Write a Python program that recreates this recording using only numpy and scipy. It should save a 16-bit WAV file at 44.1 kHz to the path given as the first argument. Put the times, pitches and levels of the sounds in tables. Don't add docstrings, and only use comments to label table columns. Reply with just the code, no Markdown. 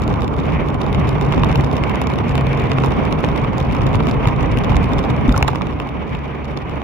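import sys
import numpy as np
from scipy import signal
from scipy.fft import rfft, irfft, next_fast_len
from scipy.io import wavfile
from scipy.ndimage import uniform_filter1d, map_coordinates

SR = 44100
rng = np.random.default_rng(int(sys.argv[2]) if len(sys.argv) > 2 else 0)


def ratio_of_db(decibels):
    return 10 ** (np.asarray(decibels, float) / 20)


def transcribe(signal):
    frames = np.atleast_2d(signal).T
    limited = np.clip(frames, -1, 1)
    pcm = np.round(limited * 32767).astype(np.int16)
    wavfile.write(sys.argv[1], SR, pcm)


N = 301203

# time in seconds, roughness in dB, wetness in dB.
STREET = [(0, 0, 0), (.3, -1, -9.5), (.57, 0.5, 3.5), (.78, -1.5, -5.5), (1, 0.5, 2), (1.2, -0.5, -3.5),
          (1.45, 2.5, 3.5), (1.72, -0.5, -2.5), (1.92, -0.5, 1.5), (2.15, -1, -2), (2.4, -0.5, 4),
          (2.85, 1, 2), (3.55, -0.5, 0.5), (4.05, 0.5, 1), (4.4, 0, 1.5), (4.75, 1.5, 3), (5.5, 0, -0.5),
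          (6.83, -2.5, 1.5)]
# time in seconds, firing rate in Hz, throttle in dB.
ENGINE = [(0, 70.5, -6), (.8, 69.57, 4.5), (1.3, 67, -4), (1.7, 67.06, 0.5), (2.05, 67.5, -6.5),
          (2.4, 67.5, 1.5), (2.9, 66.3, 1), (3.15, 65, -6), (4, 64.54, -1), (4.7, 65.6, -5), (5.1, 68, -10),
          (5.35, 67.95, 1), (5.7, 69.08, -2.5), (6.83, 70.2, 0)]
# frequency in Hz, left port in dB,
# right port in dB, left-right likeness from -1 to 1.
ROAD_COLOUR = [(22.1, -34, -32, 0.39), (35.8, -3, -19, 0.64), (46.7, -4, 1.5, 1), (90, -1.5, -3.5, 0.4),
               (153.6, 0, -2, 1), (175.5, -9, -1.5, 0.67), (261, -1.5, -5, -0.33), (303, -8, -5, 0.24),
               (364, -17.5, -9, 0.11), (386, -14, -7, 0.74), (610, -17, -12.5, 0.3),
               (1058, -19, -12.5, 0.22), (1272, -24, -17.5, -0.063), (1530, -25.5, -31.5, 0.61)]
# frequency in Hz, left port in dB, right port in dB,
# left-right likeness from -1 to 1.
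HISS_COLOUR = [(1460, -1.5, -3, -0.43), (2286, 2.5, 2, 1), (2880, -2.5, -6, -0.43), (2800, -3, 0, 0.21),
               (3760, -11.5, -26.5, -0.31), (4270, -26, -19.5, 0.11), (5400, -24.5, -33, 0.024),
               (5800, -26.5, -30, 0.36), (6750, -36, -32.5, 0.074), (8200, -44, -40, -0.069),
               (10700, -32, -42, -0.55), (13000, -39.5, -38, -0.03), (14500, -46, -37, -0.05),
               (15500, -52, -38, -0.01)]
# time in seconds, click in dB, clack in dB,
# knock in dB, left over right in dB.
POTHOLE_CONTACTS = [(5.2784, -40, -36, -19, 12), (5.2921, -30.5, -17, -10, 9),
                    (5.3236, -27.5, -28, -26, -8), (5.362, -29.5, -15, -8, 11), (5.377, -18, -31, -14, 14),
                    (5.4086, -51, -41, -7, 4), (5.4258, -24.5, -0.5, -4, -13), (5.445, -42, -33, -12.5, -3),
                    (5.4784, -24, -6, -11, 2), (5.4818, -27, -31, -5, -10), (5.4883, -67, -24, -7, 8),
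                    (5.5303, -60, -40, -15, 4), (5.548, -42, -29, -14, 8), (5.5565, -34, -14, -9.5, 4),
                    (5.61, -61, -25, -10, 6), (5.618, -38.5, -12.5, -13, 1), (5.6685, -39, -20, -17, 1),
                    (5.7992, -33, -16, -16, 0), (5.8889, -41.5, -23, -26, -6), (6.1493, -41, -20, -19, 3),
                    (6.4526, -42, -24, -35, 5), (6.5728, -32, -35, -17, 8), (6.6946, -40, -30, -22, 1),
                    (6.8169, -47, -21, -14, 2)]
# frequency in Hz, left port in dB, right port in dB.
CLICK_COLOUR = [(3610, -0.5, -7), (3620, 2, -1.5), (3980, -9.5, -13), (5050, -12.5, -14.5), (5360, -7, -24),
                (5530, -10.5, -31), (7180, -21, -12.5), (8150, -22.5, -35.5), (9400, -32.5, -22.5),
                (11000, -18.5, -25.5), (12500, -35, -24), (14200, -30, -34), (14900, -45, -28),
                (15600, -63, -40)]
# frequency in Hz, width in Hz, left port in dB, right port in dB.
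BRACKET_MODES = [(2060, 680, -7.5, -2.5), (2790, 520, 2, -36.5)]
# frequency in Hz, width in Hz, left port in dB, right port in dB.
HOUSING_MODES = [(530, 340, -20, -14), (788, 174, -15.5, 0.5), (1010, 300, -10.5, 1),
                 (1485, 1160, -12, -19.5)]
# start in seconds, peak level in dB, pitch in Hz, 60 dB decay in seconds.
BUMPS = [
    (3.421, -7, 134, 0.19),
    (3.796, 0.5, 108, 0.057),
    (3.951, 3, 90, 0.085),
    (4.269, 12, 119.5, 0.038),
    (4.699, 5.5, 121, 0.064),
    (5.278, 0.5, 49.3, 0.2),
    (5.282, 4.5, 248, 0.066),
    (5.36, -3, 100, 0.094),
    (5.421, -5, 65.4, 0.16),
    (5.74, 1, 90, .04),
]
# start in seconds, length in seconds, pitch in Hz, peak level in dB.
SQUEAKS = [
    (5.341, 0.0074, 1360, -14),
    (5.373, 0.016, 1094, -18),
]
# start in seconds, length in seconds, click in dB.
BOUTS = [(0.0193, .14, -35), (0.219, .08, -33.5), (.3385, .14, -41), (0.685, .09, -36.5), (0.864, .08, -35),
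         (1.261, .14, -40.5), (1.713, .14, -34.5), (1.895, .3, -33.5), (2.1, .08, -36), (2.2927, .2, -34),
         (2.378, .03, -30.5), (2.596, .03, -38), (2.67, .26, -42), (2.8596, .08, -34.5), (3.205, .03, -38),
         (3.287, .03, -37), (3.372, .03, -41), (6.11, .08, -47), (3.602, .03, -35), (3.711, .14, -40),
         (4.0887, .03, -40), (4.2845, .03, -32), (4.4306, .03, -40), (4.515, .2, -38), (4.5864, .08, -32.5),
         (4.841, .03, -34), (4.9334, .03, -31.5), (5.039, .08, -37), (5.106, .08, -38), (6.2715, .03, -58)]
# time in seconds, click in dB, clack in dB.
TICKS = [(.0775, -32, -20), (.244, -34.5, -32), (.816, -32, -21), (1.7665, -31.5, -19), (.9463, -35, -16),
         (1.0907, -30.5, -17), (1.2112, -30.5, -17), (1.3224, -33, -15), (1.445, -28.5, -26),
         (1.5562, -24.5, -12.5), (2.7838, -38, -16), (1.6079, -31, -31), (1.6443, -31, -25),
         (2.0152, -26.5, -15.5), (2.3534, -29, -19), (2.716, -30, -6.5), (2.8454, -29, -19),
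         (3.125, -29.5, -16), (3.2455, -30.5, -13), (3.5808, -31, -29), (3.7487, -33.5, -18),
         (3.8666, -29.5, -32), (3.9543, -31, -32), (4.069, -32, -34), (4.1114, -30, -21),
         (4.2724, -27, -16), (4.572, -34, -12.5), (4.7562, -35, -28), (4.766, -24, -12),
         (4.9896, -32.5, -17)]
# time in seconds, knock in dB.
BLOWS = [(0.0768, -14), (.3894, -10.5), (1.2112, -13), (1.3224, -11), (1.336, -7), (1.377, -9.5),
         (1.4338, -2), (1.4947, -9), (1.505, -13), (1.5513, -10.5), (1.947, -12), (2.0152, -7.5),
         (2.3534, -12), (2.7834, -3), (2.8357, -5), (2.8447, -9), (3.2387, -6), (3.4262, -14),
         (3.4458, -11.5), (3.8082, -12), (3.9453, -8.5), (4.003, -5.5), (4.069, -8), (4.1115, -16),
         (4.2546, -5), (4.6938, -8.5), (4.7187, -10), (4.7445, -7.5), (4.884, -19), (4.9896, -20)]

RUMBLE_DB, ROAR_DB, HISS_DB, SPRAY_DB = -21.5, -23.5, -38, -53.5
RUMBLE_GROWS, ROAR_GROWS = 2.75, 0.9
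SPRAY_ROUGH, SPRAY_WET = 0.29, 0.2
DUCK_S, DUCK_DB, DUCK_FALL_S, RECOVER_DB_PER_S = 5.26, 6.5, 0.35, 1.58
FIRST_DB, SECOND_DB = -26.5, -20
FRAME_HZ, FRAME_WIDTH_HZ = 133.2, 2.64
SHAKE_DB_PER_HZ, CRUISE_HZ = 1.5, 68.1
SWING_S, SWING_JITTER_S, SWING_DB = .059, .003, 1.5
CLACK_OVER_DB, KNOCK_OVER_DB = 13.5, 17.5
TICK_KNOCK_DB = 16
BLOW_CLICK_DB, BLOW_CLACK_DB = -40, -8.5
TOP_HZ = 15850


def unit(x):
    return x / np.sqrt(np.mean(x ** 2) + 1e-20)


def columns(rows, at, scale=lambda v: v):
    first, *others = np.transpose(rows)
    return np.array([np.interp(scale(at), scale(first), column) for column in others])


def colour(rows, hz, slope_db):
    octaves_outside = np.log2(np.clip(hz, 1, None) / np.clip(hz, rows[0][0], rows[-1][0]))
    return columns(rows, hz + 1, np.log), ratio_of_db(-slope_db * abs(octaves_outside))


def wobble(rate):
    knots = rng.standard_normal(int(N * rate / SR) + 4)
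    return map_coordinates(knots, [np.arange(N) * rate / SR])


def filtered(x, response):
    m = next_fast_len(N + 8192)
    return irfft(rfft(x, m) * response(np.fft.rfftfreq(m, 1 / SR)), m)[..., :N]


def duck_db(s):
    since = np.clip(s - DUCK_S, 0, None)
    drop_db = DUCK_DB * (1 - np.exp(-(since / DUCK_FALL_S) ** 2))
    return RECOVER_DB_PER_S * since - drop_db


def spray_db(s):
    rough_db, wet_db = columns(STREET, s)
    return SPRAY_DB + SPRAY_ROUGH * rough_db + SPRAY_WET * wet_db + duck_db(s)


def rush(rows, patchy_db):
    z = signal.stft(rng.standard_normal((2, N)), nperseg=512)[2]
    patches = uniform_filter1d(rng.standard_normal(z.shape[1:]), size=5, axis=0)
    patches = uniform_filter1d(patches, size=6, axis=1)
    pair = signal.istft(z * ratio_of_db(patchy_db * unit(patches)), nperseg=512)[1][:, :N]

    def mid_side_share(hz):
        likeness = colour(rows, hz, 0)[0][2]
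        angle = np.arccos(np.clip(likeness, -1, 1)) / 2
        return np.array([np.cos(angle), np.sin(angle)])

    def tint(hz):
        levels, edge_gain = colour(rows, hz, slope_db=45)
        return ratio_of_db(levels[:2]) * edge_gain

    mid, side = filtered(pair, mid_side_share)
    return filtered(np.array([mid + side, mid - side]), tint)


def split(x, edge_hz):
    low = filtered(x, lambda hz: 1 / (1 + (hz / edge_hz) ** 6))
    return [part / np.std(part.mean(0)) for part in (low, x - low)]


def road():
    t = np.arange(N) / SR
    rough_db, wet_db = columns(STREET, t)
    rumble, roar = split(rush(ROAD_COLOUR, patchy_db=0.66), edge_hz=194)
    hiss, spray = split(rush(HISS_COLOUR, patchy_db=0.75), edge_hz=3510)
    grit = wobble(70)
    rumble_db = RUMBLE_DB + RUMBLE_GROWS * rough_db + 0.54 * wobble(14) + 1.8 * wobble(5)
    roar_db = ROAR_DB + ROAR_GROWS * rough_db + 1.2 * grit + 0.49 * wobble(13)
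    hiss_db = HISS_DB + wet_db + 1.73 * grit + 1.2 * wobble(5.99)
    body = ratio_of_db(rumble_db) * rumble + ratio_of_db(roar_db) * roar + ratio_of_db(hiss_db) * hiss
    return ratio_of_db(duck_db(t)) * body + ratio_of_db(spray_db(t) + 2.4 * grit + 0.4 * wobble(5.48)) * spray


def engine():
    t = np.arange(N) / SR
    hz, throttle_db = columns(ENGINE, t)
    phase = 2 * np.pi * np.cumsum(hz * (1 + 0.004 * wobble(8))) / SR
    first_db = FIRST_DB + SHAKE_DB_PER_HZ * (hz - CRUISE_HZ) + duck_db(t) + 1.7 * wobble(12)
    first = ratio_of_db(first_db) * np.sin(phase + np.array([[-.37], [.37]]))
    boom = 1 / np.sqrt(1 + ((2 * hz - FRAME_HZ) / FRAME_WIDTH_HZ) ** 2)
    second_db = SECOND_DB + throttle_db + duck_db(t) + 1.2 * wobble(10)
    return first + boom * ratio_of_db(second_db) * np.sin(2 * phase)


def jolts():
    out = np.zeros(N + SR)
    t = np.arange(SR // 4) / SR
    for s, db, hz, t60 in BUMPS:
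        envelope = ratio_of_db(db - 60 * t / t60) * (1 - np.exp(-t / 0.0085))
        out[round(s * SR):][:len(t)] += envelope * np.sin(2 * np.pi * hz * t)
    for s, length, hz, db in SQUEAKS:
        envelope = ratio_of_db(db) * np.sin(np.pi * np.clip(t / length, 0, 1))
        out[round(s * SR):][:len(t)] += envelope * np.sin(2 * np.pi * hz * t)
    return out[:N]


def chatter():
    draw = rng.random((420, 4))
    clear = np.array([row[0] for table in (TICKS, BLOWS, BOUTS, POTHOLE_CONTACTS) for row in table])
    chosen = clear[(draw[:, 0] * len(clear)).astype(int)]
    bounce = chosen + .045 * (draw[:, 3] - .4)
    bounces = np.arange(len(draw)) % 5 > 1
    s = np.clip(np.where(bounces, bounce, draw[:, 0] * N / SR), 0, (N - 1) / SR)
    calm_db = 0.43 * duck_db(s)
    db = spray_db(s) + calm_db + 7.5 - 3.8 * np.log(draw[:, 1] + .07)
    return np.column_stack([s, db, db + 14, db + 13, 12 * draw[:, 2] - 2])


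def rattle():
    s, click_db, clack_db = np.transpose(TICKS)
    ticks = np.column_stack([s, click_db, clack_db, click_db + TICK_KNOCK_DB])
    s, knock_db = np.transpose(BLOWS)
    blows = np.column_stack([s, knock_db + BLOW_CLICK_DB, knock_db + BLOW_CLACK_DB, knock_db])

    start, length, click_db = np.transpose(BOUTS)[:, :, None]
    later = SWING_S * np.arange(10)
    luck = rng.standard_normal((4, len(BOUTS), len(later)))
    s = start + later + SWING_JITTER_S * luck[0] * (later > 0)
    free = abs(s[..., None] - ticks[:, 0]).min(-1) > .012
    click_db = np.where((later <= length) & free, click_db, -120)
    touches = [np.clip(s, 0, (N - 1) / SR),
               click_db + SWING_DB * luck[1],
               click_db + CLACK_OVER_DB + 3 * luck[2],
               click_db + KNOCK_OVER_DB + 3.5 * luck[3]]
    sounding = click_db.ravel() > -100
    return np.vstack([ticks, blows, np.reshape(touches, (4, -1)).T[sounding]])


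def leaning(rows):
    s, click_db, clack_db, knock_db = np.transpose(rows)
    pan_db = 0.5 - 0.061 * (knock_db - click_db - 13.0) + 5.1 * rng.standard_normal(len(s))
    return np.column_stack([rows, np.clip(pan_db, -4, 15)])


def modes(rows):
    def response(f):
        total = 0
        for k, (centre, width, left_db, right_db) in enumerate(rows):
            ring = 1j * f * width / (centre * centre - f * f + 1j * f * width)
            total = total + (-1) ** k * ratio_of_db([[left_db], [right_db]]) * ring
        return total / (1 + 1j * f / (1.64 * rows[-1][0])) ** 3
    return response


def contacts(rows):
    t = np.arange(300) / SR
    shape = (1 - np.exp(-(t / 0.00083) ** 2)) * ratio_of_db(-60 * t / 0.00913)
    kick = np.arange(len(t)) == np.argmax(shape)
    chance = rng.standard_normal((len(rows), 4, len(t)))
    click, clack, knock = np.zeros((3, 2, N + len(t)))
    for (s, click_db, clack_db, knock_db, pan_db), noise in zip(rows, chance * shape):
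        at = slice(round(s * SR), round(s * SR) + len(t))
        tick = noise[:2] + 1.4 * kick * np.sign(noise)[:2]
        thin = np.clip((pan_db - 7) / 5, 0, 1)
        tick = tick - thin * uniform_filter1d(tick, size=5, axis=1)
        port_db = (pan_db - 2.0) * np.array([[.5], [-.5]])
        click[:, at] += ratio_of_db(click_db + 13.0 + port_db) * tick
        clack[:, at] += ratio_of_db(clack_db + 19.0) * (1.94 * kick + .5 * noise[2] + 0.6 * noise[:2])
        knock[:, at] += ratio_of_db(knock_db + 29.5) * (0.53 * shape + 0.41 * noise[3] + 0.5 * noise[:2])

    def click_tint(hz):
        levels, edge_gain = colour(CLICK_COLOUR, hz, slope_db=57)
        return ratio_of_db(levels + 14.0) * edge_gain

    clicks = filtered(click[:, :N], click_tint)
    clacks = filtered(clack[:, :N], modes(BRACKET_MODES))
    knocks = filtered(knock[:, :N], modes(HOUSING_MODES))
    return clicks + clacks + knocks


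def scene():
    touches = np.vstack([leaning(rattle()), POTHOLE_CONTACTS, chatter()])
    return road() + engine() + jolts() + contacts(touches)


def gappy(x, above_hz, share):
    hz, _, z = signal.stft(x, SR, nperseg=1024)
    field = uniform_filter1d(abs(z).mean(0), size=7, axis=0)
    field = uniform_filter1d(field, size=3, axis=1)
    usual = uniform_filter1d(field, size=41, axis=0)
    strong = field > 1.5 * np.median(field, axis=1, keepdims=True)
    kept = (field > share * usual) | strong | (hz[:, None] < above_hz)
    return signal.istft(z * kept, SR, nperseg=1024)[1][:, :N]


def band_limit(x):
    return signal.sosfilt(signal.butter(12, 16450, fs=SR, output="sos"), x)


def record(dry):
    x = dry / (1 + abs(dry / 1.05) ** 6) ** (1 / 6)
    x = filtered(x, lambda hz: ratio_of_db(-np.clip(hz - TOP_HZ, 0, 400) / 8))
    x = gappy(x, above_hz=6500, share=.87)
    return band_limit(x)


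dry = scene()
out = record(dry)
transcribe(out)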